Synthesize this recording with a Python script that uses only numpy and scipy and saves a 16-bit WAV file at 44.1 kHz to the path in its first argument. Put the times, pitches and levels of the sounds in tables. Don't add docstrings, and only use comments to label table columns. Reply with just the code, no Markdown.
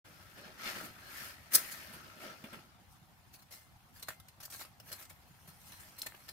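import sys
import numpy as np
from scipy import signal
from scipy.fft import rfft, irfft
from scipy.io import wavfile
from scipy.ndimage import uniform_filter1d

SR = 44100
rng = np.random.default_rng(int(sys.argv[2]) if len(sys.argv) > 2 else 0)


def unload_audio(sound):
    columns = np.transpose(np.atleast_2d(sound))
    steps = np.round(np.clip(columns, -1, 1) * 32767)
    wavfile.write(sys.argv[1], SR, steps.astype(np.int16))


N = 278712


def gain_of(db):
    return 10 ** (np.asarray(db) / 20)


def evened(x):
    return x / np.sqrt(np.mean(x ** 2) + 1e-20)


def read(points, hz):
    f, value = np.transpose(points)
    return np.interp(np.log(hz + 1), np.log(f + 1), value)


def coloured(points):
    return lambda hz: gain_of(read(points, hz))


def add(mix, s, sound):
    part = mix[..., round(s * SR):][..., :sound.shape[-1]]
    part += sound[..., :part.shape[-1]]


def patchy(x, patch_db):
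    z = signal.stft(x, nperseg=512, noverlap=256)[2]
    field = uniform_filter1d(rng.standard_normal(z.shape[1:]), size=3, axis=0)
    field = uniform_filter1d(field, size=7, axis=1)
    return signal.istft(z * gain_of(patch_db * evened(field)), nperseg=512, noverlap=256)[1][:, :N]


# freq_hz, likeness (1 = identical)
PORT_LIKENESS = [(30, 0.178), (80, 0.77), (200, 0.524), (600, 0.78), (1200, 0.018), (8000, 0.009),
                 (14000, 0.8)]


def grains(gain, grain_s, spread_db, patch_db=5.0):
    size = uniform_filter1d(rng.standard_normal(N), max(round(grain_s * SR), 1))
    size = gain_of(spread_db * evened(size))
    a, b = rfft(size * patchy(rng.standard_normal((2, N)), patch_db))
    hz = np.fft.rfftfreq(N, 1 / SR)
    same = np.clip(read(PORT_LIKENESS, hz), -1, 1)
    right = same * a + np.sqrt(1 - same ** 2) * b
    return evened(irfft(np.array([a, right]) * gain(hz), N))


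# (per Hz, relative)
AIR_COLOUR = [(18, -46), (30, -24), (86, -4), (174, -8.5), (215, -12.5), (437, -27.5), (649, -24),
              (721, -15.5), (2120, -27.5), (3670, -29.5), (16000, -44.5)]
# freq_hz, left_over_right_db
AIR_SIDE = [(60, 7), (180, -3), (550, -0.5), (1650, 1.5), (4970, 4), (15000, -8)]
AIR_DB = -62.5


def air():
    def gain(hz):
        lean_db = np.c_[[.5, -.5]] * read(AIR_SIDE, hz)
        return gain_of(read(AIR_COLOUR, hz) + lean_db)
    return gain_of(AIR_DB) * grains(gain, 0.017, 0.85, patch_db=2.5)


def doorway(x):
    at = np.arange(200, 9000, 20) + rng.integers(0, 20, (2, 440))
    taps = np.zeros((2, 9020))
    np.put_along_axis(taps, at, rng.choice([-1., 1.], at.shape) * gain_of(-60 * at / SR / 0.16), 1)
    return signal.fftconvolve(x, taps / np.linalg.norm(taps[0]), axes=1)[:, :N]


# freq_hz, width_hz, boost_db (overlapping boosts add)
HOUSING_CAVITIES = [(620, 76, 5), (1318, 140, 0.5), (1787, 47, 9.5), (2085, 8, 11.5), (4180, 49, 7),
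                    (5230, 94, 3.5), (7460, 310, -4), (10090, 860, -1.5)]


def housing(x):
    hz = np.fft.rfftfreq(N, 1 / SR)
    db = sum(g / (1 + (2 * (hz - f) / w) ** 2) for f, w, g in HOUSING_CAVITIES)
    echo_s = np.array([[.0031], [.0037]])
    echo = 1 + 0.25 * np.exp(-2j * np.pi * hz * echo_s)
    log_gain = np.log(gain_of(db))
    lag = signal.hilbert(np.r_[log_gain, log_gain[-2:0:-1]]).imag[:len(hz)]
    return irfft(rfft(x) * np.exp(log_gain - 1j * lag) * echo, N)


# start_s, level_db (before the build-up and decay), pitch_hz
FINGER_BUMPS = [(1.939, -45, 169), (2.44, -39, 224), (2.528, -42.5, 226), (3.761, -48, 93),
                (4.917, -51, 140), (5.483, -47.5, 163)]


def fingers():
    out, t = np.zeros(N), np.arange(3000) / SR
    for s, level_db, hz in FINGER_BUMPS:
        shape = np.minimum(t / 0.0029, 1) * gain_of(-60 * t / 0.068)
        add(out, s, gain_of(level_db) * np.sin(2 * np.pi * hz * t) * shape)
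    return out


# peak_s, rise_s, fall_s (each to 20 dB down), cloth_db, fine_fibres_db, camera_rub_db
SLEEVE_STROKES = [(.385, 0.033, 0.064, -56.5, -65, -57.5), (0.465, 0.078, 0.091, -56.5, -73, -57),
                  (0.677, 0.1, 0.11, -40.5, -48.5, -55.5), (0.783, 0.084, 0.17, -47.5, -52.5, -52),
                  (.85, 0.029, 0.031, -66, -51, -52.5), (1.06, 0.14, 0.25, -58.5, -80, -72),
                  (1.225, 0.22, 0.16, -48.5, -50.5, -65.5), (2.225, 0.051, 0.13, -52.5, -58, -56.5),
                  (2.29, 0.11, 0.093, -53.5, -73, -52), (2.56, 0.18, 0.14, -63, -84, -59.5)]
STROKE_SHAPE = 1.62
IDLE_DB = (-62.5, -66.5, -69.5)
STILL_S, STILL_DB_PER_S = 2.554, -52
TOSS_S, TOSS_DB, TOSS_DB_PER_S = 1.58, (-48.5, -46.5, -62), (-25, -47, -7.5)


def sleeve_moves():
    t = np.arange(N) / SR
    resting_db = STILL_DB_PER_S * np.maximum(t - STILL_S, 0)
    out = gain_of(np.c_[list(IDLE_DB)] + resting_db)
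    settling_db = np.c_[list(TOSS_DB)] + np.c_[list(TOSS_DB_PER_S)] * (t - TOSS_S)
    out = np.hypot(out, (t > TOSS_S) * gain_of(settling_db + resting_db))
    for s, rise, fall, *dbs in SLEEVE_STROKES:
        spans = abs((t - s) / np.where(t < s, rise, fall))
        out = np.hypot(out, gain_of(np.c_[dbs] - 20 * spans ** STROKE_SHAPE))
    return out


# time_s, pitch_hz
FOLD_PITCH = [(0.4, 1500), (0.68, 2200), (0.8, 1400), (1.25, 1800), (1.75, 1887), (1.97, 1360)]
FOLD_WIDTH_HZ, FOLD_DB = 200, 4


def fold(x):
    pitch_hz = np.interp(np.arange(N) / SR, *np.transpose(FOLD_PITCH))
    turn = np.exp(2j * np.pi * np.cumsum(pitch_hz) / SR)
    r = np.exp(-np.pi * FOLD_WIDTH_HZ / SR)
    ring = (turn * signal.lfilter([1 - r], [1, -r], x / turn)).real
    return x + gain_of(FOLD_DB) * ring


# (per Hz, relative)
CLOTH_COLOUR = [(350, -16), (650, -14), (1000, -11.5), (1350, -2.5), (1750, -8), (2250, -6), (2900, -8.5),
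                (4000, -13), (4550, -10), (5360, -11.5), (7340, -21.5), (8000, -29), (10400, -52.5)]
# freq_hz, width_hz, mode_db (relative)
BODY_MODES = [(202, 46, -2.5), (366, 60, -8.5), (640, 290, -13)]
# (per Hz, relative)
CRUST_COLOUR = [(1180, -36), (2000, -33), (2800, -14), (4120, 0.5), (6420, -1), (9000, 0.5), (13000, 1),
                (16000, -4)]


def sleeve():
    def body_gain(hz):
        return sum(gain_of(db) / np.hypot(1, 2 * (hz - f) / w) for f, w, db in BODY_MODES) * (hz > 120)
    cloth_gain, fibre_gain, rub_gain = sleeve_moves()
    body = grains(body_gain, 0.0072, 1.5, patch_db=3.5)
    fibres = grains(lambda hz: coloured(CRUST_COLOUR)(hz) * (hz > 6000), 0.0041, 1.5, patch_db=1.5)
    cloth = fold(grains(coloured(CLOTH_COLOUR), 0.0024, 1.8, patch_db=2.0))
    rub = gain_of([[-1.0], [1.0]]) * rub_gain * body
    rustle = gain_of([[1.2], [-1.2]]) * (cloth_gain * cloth + fibre_gain * fibres)
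    return rub + rustle


# start_s, level_db (before lift and decay), pitch_hz
DULL_TICKS = [(0.649, -34, 1100), (0.769, -37, 700), (0.811, -38.5, 500), (0.842, -56, 452),
              (2.443, -50, 2350), (2.532, -47, 2350), (2.542, -39, 1220), (4.0844, -28, 1300),
              (4.087, -23.5, 1300), (4.091, -38, 1540), (4.106, -29, 1370), (4.432, -41, 1630),
              (4.48, -41, 1100), (4.549, -40, 900), (4.6132, -33.5, 910), (4.619, -35, 1500),
              (4.65, -39, 1190), (4.912, -42, 594), (5.39, -48, 1500), (5.74, -44, 1640),
              (5.833, -45, 1710), (6.062, -39, 580), (6.067, -28.5, 1840), (6.1222, -36.5, 1710),
              (6.143, -42, 1100), (0.864, -35, 1800)]
TICK_CYCLES = 5.0


def ticks():
    out, t = np.zeros(N), np.arange(800) / SR
    for s, level_db, hz in DULL_TICKS:
        decay = gain_of(level_db + 2.5 - 60 * t * hz / TICK_CYCLES)
        add(out, s, np.sin(2 * np.pi * hz * t) * np.minimum(t * hz / 0.69, 1) * decay)
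    return out * gain_of([[.6], [-.6]])


def crunch(events, crust_colour, pack_colour, crust, pack):
    crust, pack, lumps = np.array([crust, crust]), np.array([pack, pack]), np.zeros((2, N))
    t = np.arange(-SR // 10, SR // 5) / SR
    bonds = np.pad(grains(lambda hz: 1, 0.00051, 7.2), ((0, 0), (0, len(t))))
    for s, crust_db, pack_db, build, dying, pan_db, hz in events:
        start = s + t[0]
        swarm = gain_of(-20 * np.where(t < 0, -t / build, t / dying) ** 1.43)
        swarm = swarm * gain_of([[pan_db / 2], [-pan_db / 2]])
        add(crust, start, gain_of(crust_db) * swarm)
        add(pack, start, gain_of(pack_db) * swarm)
        struck = swarm * bonds[:, round(start * SR):][:, :len(t)]
        ring = signal.lfilter(*signal.iirpeak(hz, 18.0, SR), struck)
        add(lumps, start, gain_of((crust_db + pack_db) / 2 + 14.5) * ring)
    bright = grains(coloured(crust_colour), 0.00091, 2.45, patch_db=4.0)
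    dull = grains(coloured(pack_colour), .002, 3.2, patch_db=2.5)
    return crust * bright + pack * dull + lumps


# peak_s, crust_db, packed_snow_db, build_up_s, dying_s, ring_hz
CRACKER_LANDING = [(1.525, -44, -42, 0.016, 0.059, 1770), (1.536, -25.5, -42.5, 0.003, 0.023, 5030),
                   (1.547, -33, -35.5, 0.0067, 0.018, 5110), (1.555, -14, -33, 0.0085, 0.0047, 5120),
                   (1.561, -19, -42.5, .009, 0.0044, 5680), (1.574, -58, -45, 0.026, 0.082, 2100)]
# (per Hz, relative)
THIN_CRUST_COLOUR = [(1470, -54.5), (2500, -23), (4690, -9), (5070, -15.5), (7250, -5), (10500, 0),
                     (16000, -6)]
FIRM_SNOW_COLOUR = [(60, -40), (150, -12), (350, -14.5), (620, -18), (950, -18), (1400, -6), (2200, -8.5),
                    (3200, -17)]
LANDING_PAN_DB = 3


def crackers():
    landing = [(*row, LANDING_PAN_DB, hz) for *row, hz in CRACKER_LANDING]
    return crunch(landing, THIN_CRUST_COLOUR, FIRM_SNOW_COLOUR, np.zeros(N), np.zeros(N))


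# (per Hz, relative)
PACK_COLOUR = [(240, -13), (450, -11), (700, -14), (1340, -6), (1800, -9), (2690, -8.5), (3500, -12),
               (4550, -53), (7700, -120)]
# peak_s, crust_db, packed_snow_db, dying_s, ring_hz
CRUST_CRACKS = [(2.441, -56, -51, 0.042, 2370), (2.532, -55, -49, 0.039, 2410),
                (2.59, -71, -57, 0.012, 1400), (3.51, -55.5, -62.5, 0.14, 2120),
                (3.998, -60, -65, 0.02, 5280), (4.027, -41, -50.5, 0.0066, 3920),
                (4.033, -47.5, -50.5, 0.015, 4100), (4.074, -59, -60, 0.013, 4000),
                (4.085, -42, -49.5, 0.0077, 1680), (4.089, -41, -46, 0.016, 1520),
                (4.105, -55, -56, 0.054, 1380), (4.201, -54.5, -60, 0.009, 3570),
                (4.286, -53, -61, 0.013, 4350), (4.404, -51.5, -61.5, 0.037, 1110),
                (4.453, -46, -56, 0.012, 5300), (4.458, -47, -65, 0.007, 5440),
                (4.503, -51.5, -61, 0.067, 1380), (4.524, -62, -56, 0.026, 1290),
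                (4.651, -61, -59, 0.038, 1200), (4.801, -51.5, -53.5, 0.011, 5200),
                (4.918, -48, -51, 0.028, 5800), (5.053, -55.5, -66, 0.012, 1410),
                (5.477, -59.5, -65, 0.05, 1290), (5.722, -60, -56, 0.024, 1640),
                (5.801, -55, -59.5, 0.03, 1510), (6.021, -38, -60, 0.0079, 4140),
                (6.031, -49, -55, 0.0089, 3200), (6.069, -41.5, -43, 0.0081, 4140),
                (6.085, -66, -66, 0.0079, 2520), (6.148, -62, -51, 0.0092, 2620),
                (6.284, -57, -55, 0.006, 2550), (6.29, -47.5, -48.5, 0.015, 4750)]
# peak_s, crust_db, packed_snow_db, dying_s, ring_hz
SNOW_PRESSES = [(1.72, -42, -62, 0.031, 1880), (1.938, -52, -53.5, 0.045, 1380),
                (2.92, -71, -95, 0.073, 1150), (3.342, -52.5, -62.5, 0.029, 4400),
                (3.394, -63.5, -73, 0.026, 4100), (3.424, -60.5, -67, 0.013, 4270),
                (3.53, -53.5, -70, 0.043, 6020), (3.965, -60, -67, 0.071, 1650),
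                (4.434, -49, -60, 0.024, 1750), (4.545, -49, -64, 0.08, 1670),
                (4.597, -52.5, -55.5, 0.031, 4000), (4.617, -51, -55, 0.042, 3960),
                (4.89, -56, -60.5, 0.12, 1680), (4.929, -47.5, -55, 0.013, 5200),
                (4.955, -64, -66, 0.08, 1690), (5.002, -54.5, -60.5, 0.044, 1700),
                (5.027, -56, -61, 0.026, 5070), (5.101, -53.5, -57, 0.023, 2260),
                (5.7, -62.5, -74.5, 0.32, 2950), (5.989, -46.5, -62, 0.018, 4240),
                (6.064, -43.5, -52.5, 0.0095, 1836)]
CRACK_S, PRESS_SHARE = 0.003, 0.4
TREAD_S, TREAD_DB = 2.8, (-74, -78)
TURN_S, TURNED_S, TURN_DB_PER_S = 4.72, 5.98, (9.5, 10.5)
CRUNCH_PAN_DB = 1


def crunching_snow():
    t = np.arange(N) / SR
    turned_s = np.clip(t, TURN_S, TURNED_S) - TURN_S
    tread = (t > TREAD_S) * gain_of(np.c_[list(TREAD_DB)] + np.c_[list(TURN_DB_PER_S)] * turned_s)
    events = [(s, crust, pack, CRACK_S, dying, CRUNCH_PAN_DB, hz)
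              for s, crust, pack, dying, hz in CRUST_CRACKS]
    events += [(s, crust, pack, PRESS_SHARE * dying, dying, CRUNCH_PAN_DB, hz)
               for s, crust, pack, dying, hz in SNOW_PRESSES]
    return crunch(events, CRUST_COLOUR, PACK_COLOUR, *tread)


# start_s, level_db (before the ring's own levels)
TOOTH_SNAPS = [(4.027, -58), (6.0178, -40), (6.291, -54)]
# pitch_hz, level_db (added to the snap's), t60_s
CRACKER_RING = [(4210, 13, 0.011), (5150, 12.5, 0.009)]


def teeth():
    out, t = np.zeros((2, N)), np.arange(3000) / SR
    for s, level_db in TOOTH_SNAPS:
        ring = sum(gain_of(db - 60 * t / t60) * np.sin(2 * np.pi * hz * t) for hz, db, t60 in CRACKER_RING)
        attack = np.minimum(t / 0.00028, 1)
        add(out, s, gain_of(level_db) * attack * ring * gain_of([[1.5], [-1.5]]))
    return out


def scene():
    snow, bite = crackers() + crunching_snow(), teeth()
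    wet = doorway(gain_of(-11.0) * snow + gain_of(-12) * bite)
    near = housing(snow + wet + sleeve() + ticks())
    return near + bite + fingers() + air()


OPEN_S, EDGE_HZ = .043, 15700


def record(dry):
    opened = dry * np.clip((np.arange(N) / SR - OPEN_S) / 0.0089, 0, 1)
    band = signal.firwin(255, EDGE_HZ, window=("kaiser", 9), fs=SR)
    return signal.oaconvolve(opened, band[None], "same")


dry = scene()
out = record(dry)
unload_audio(out)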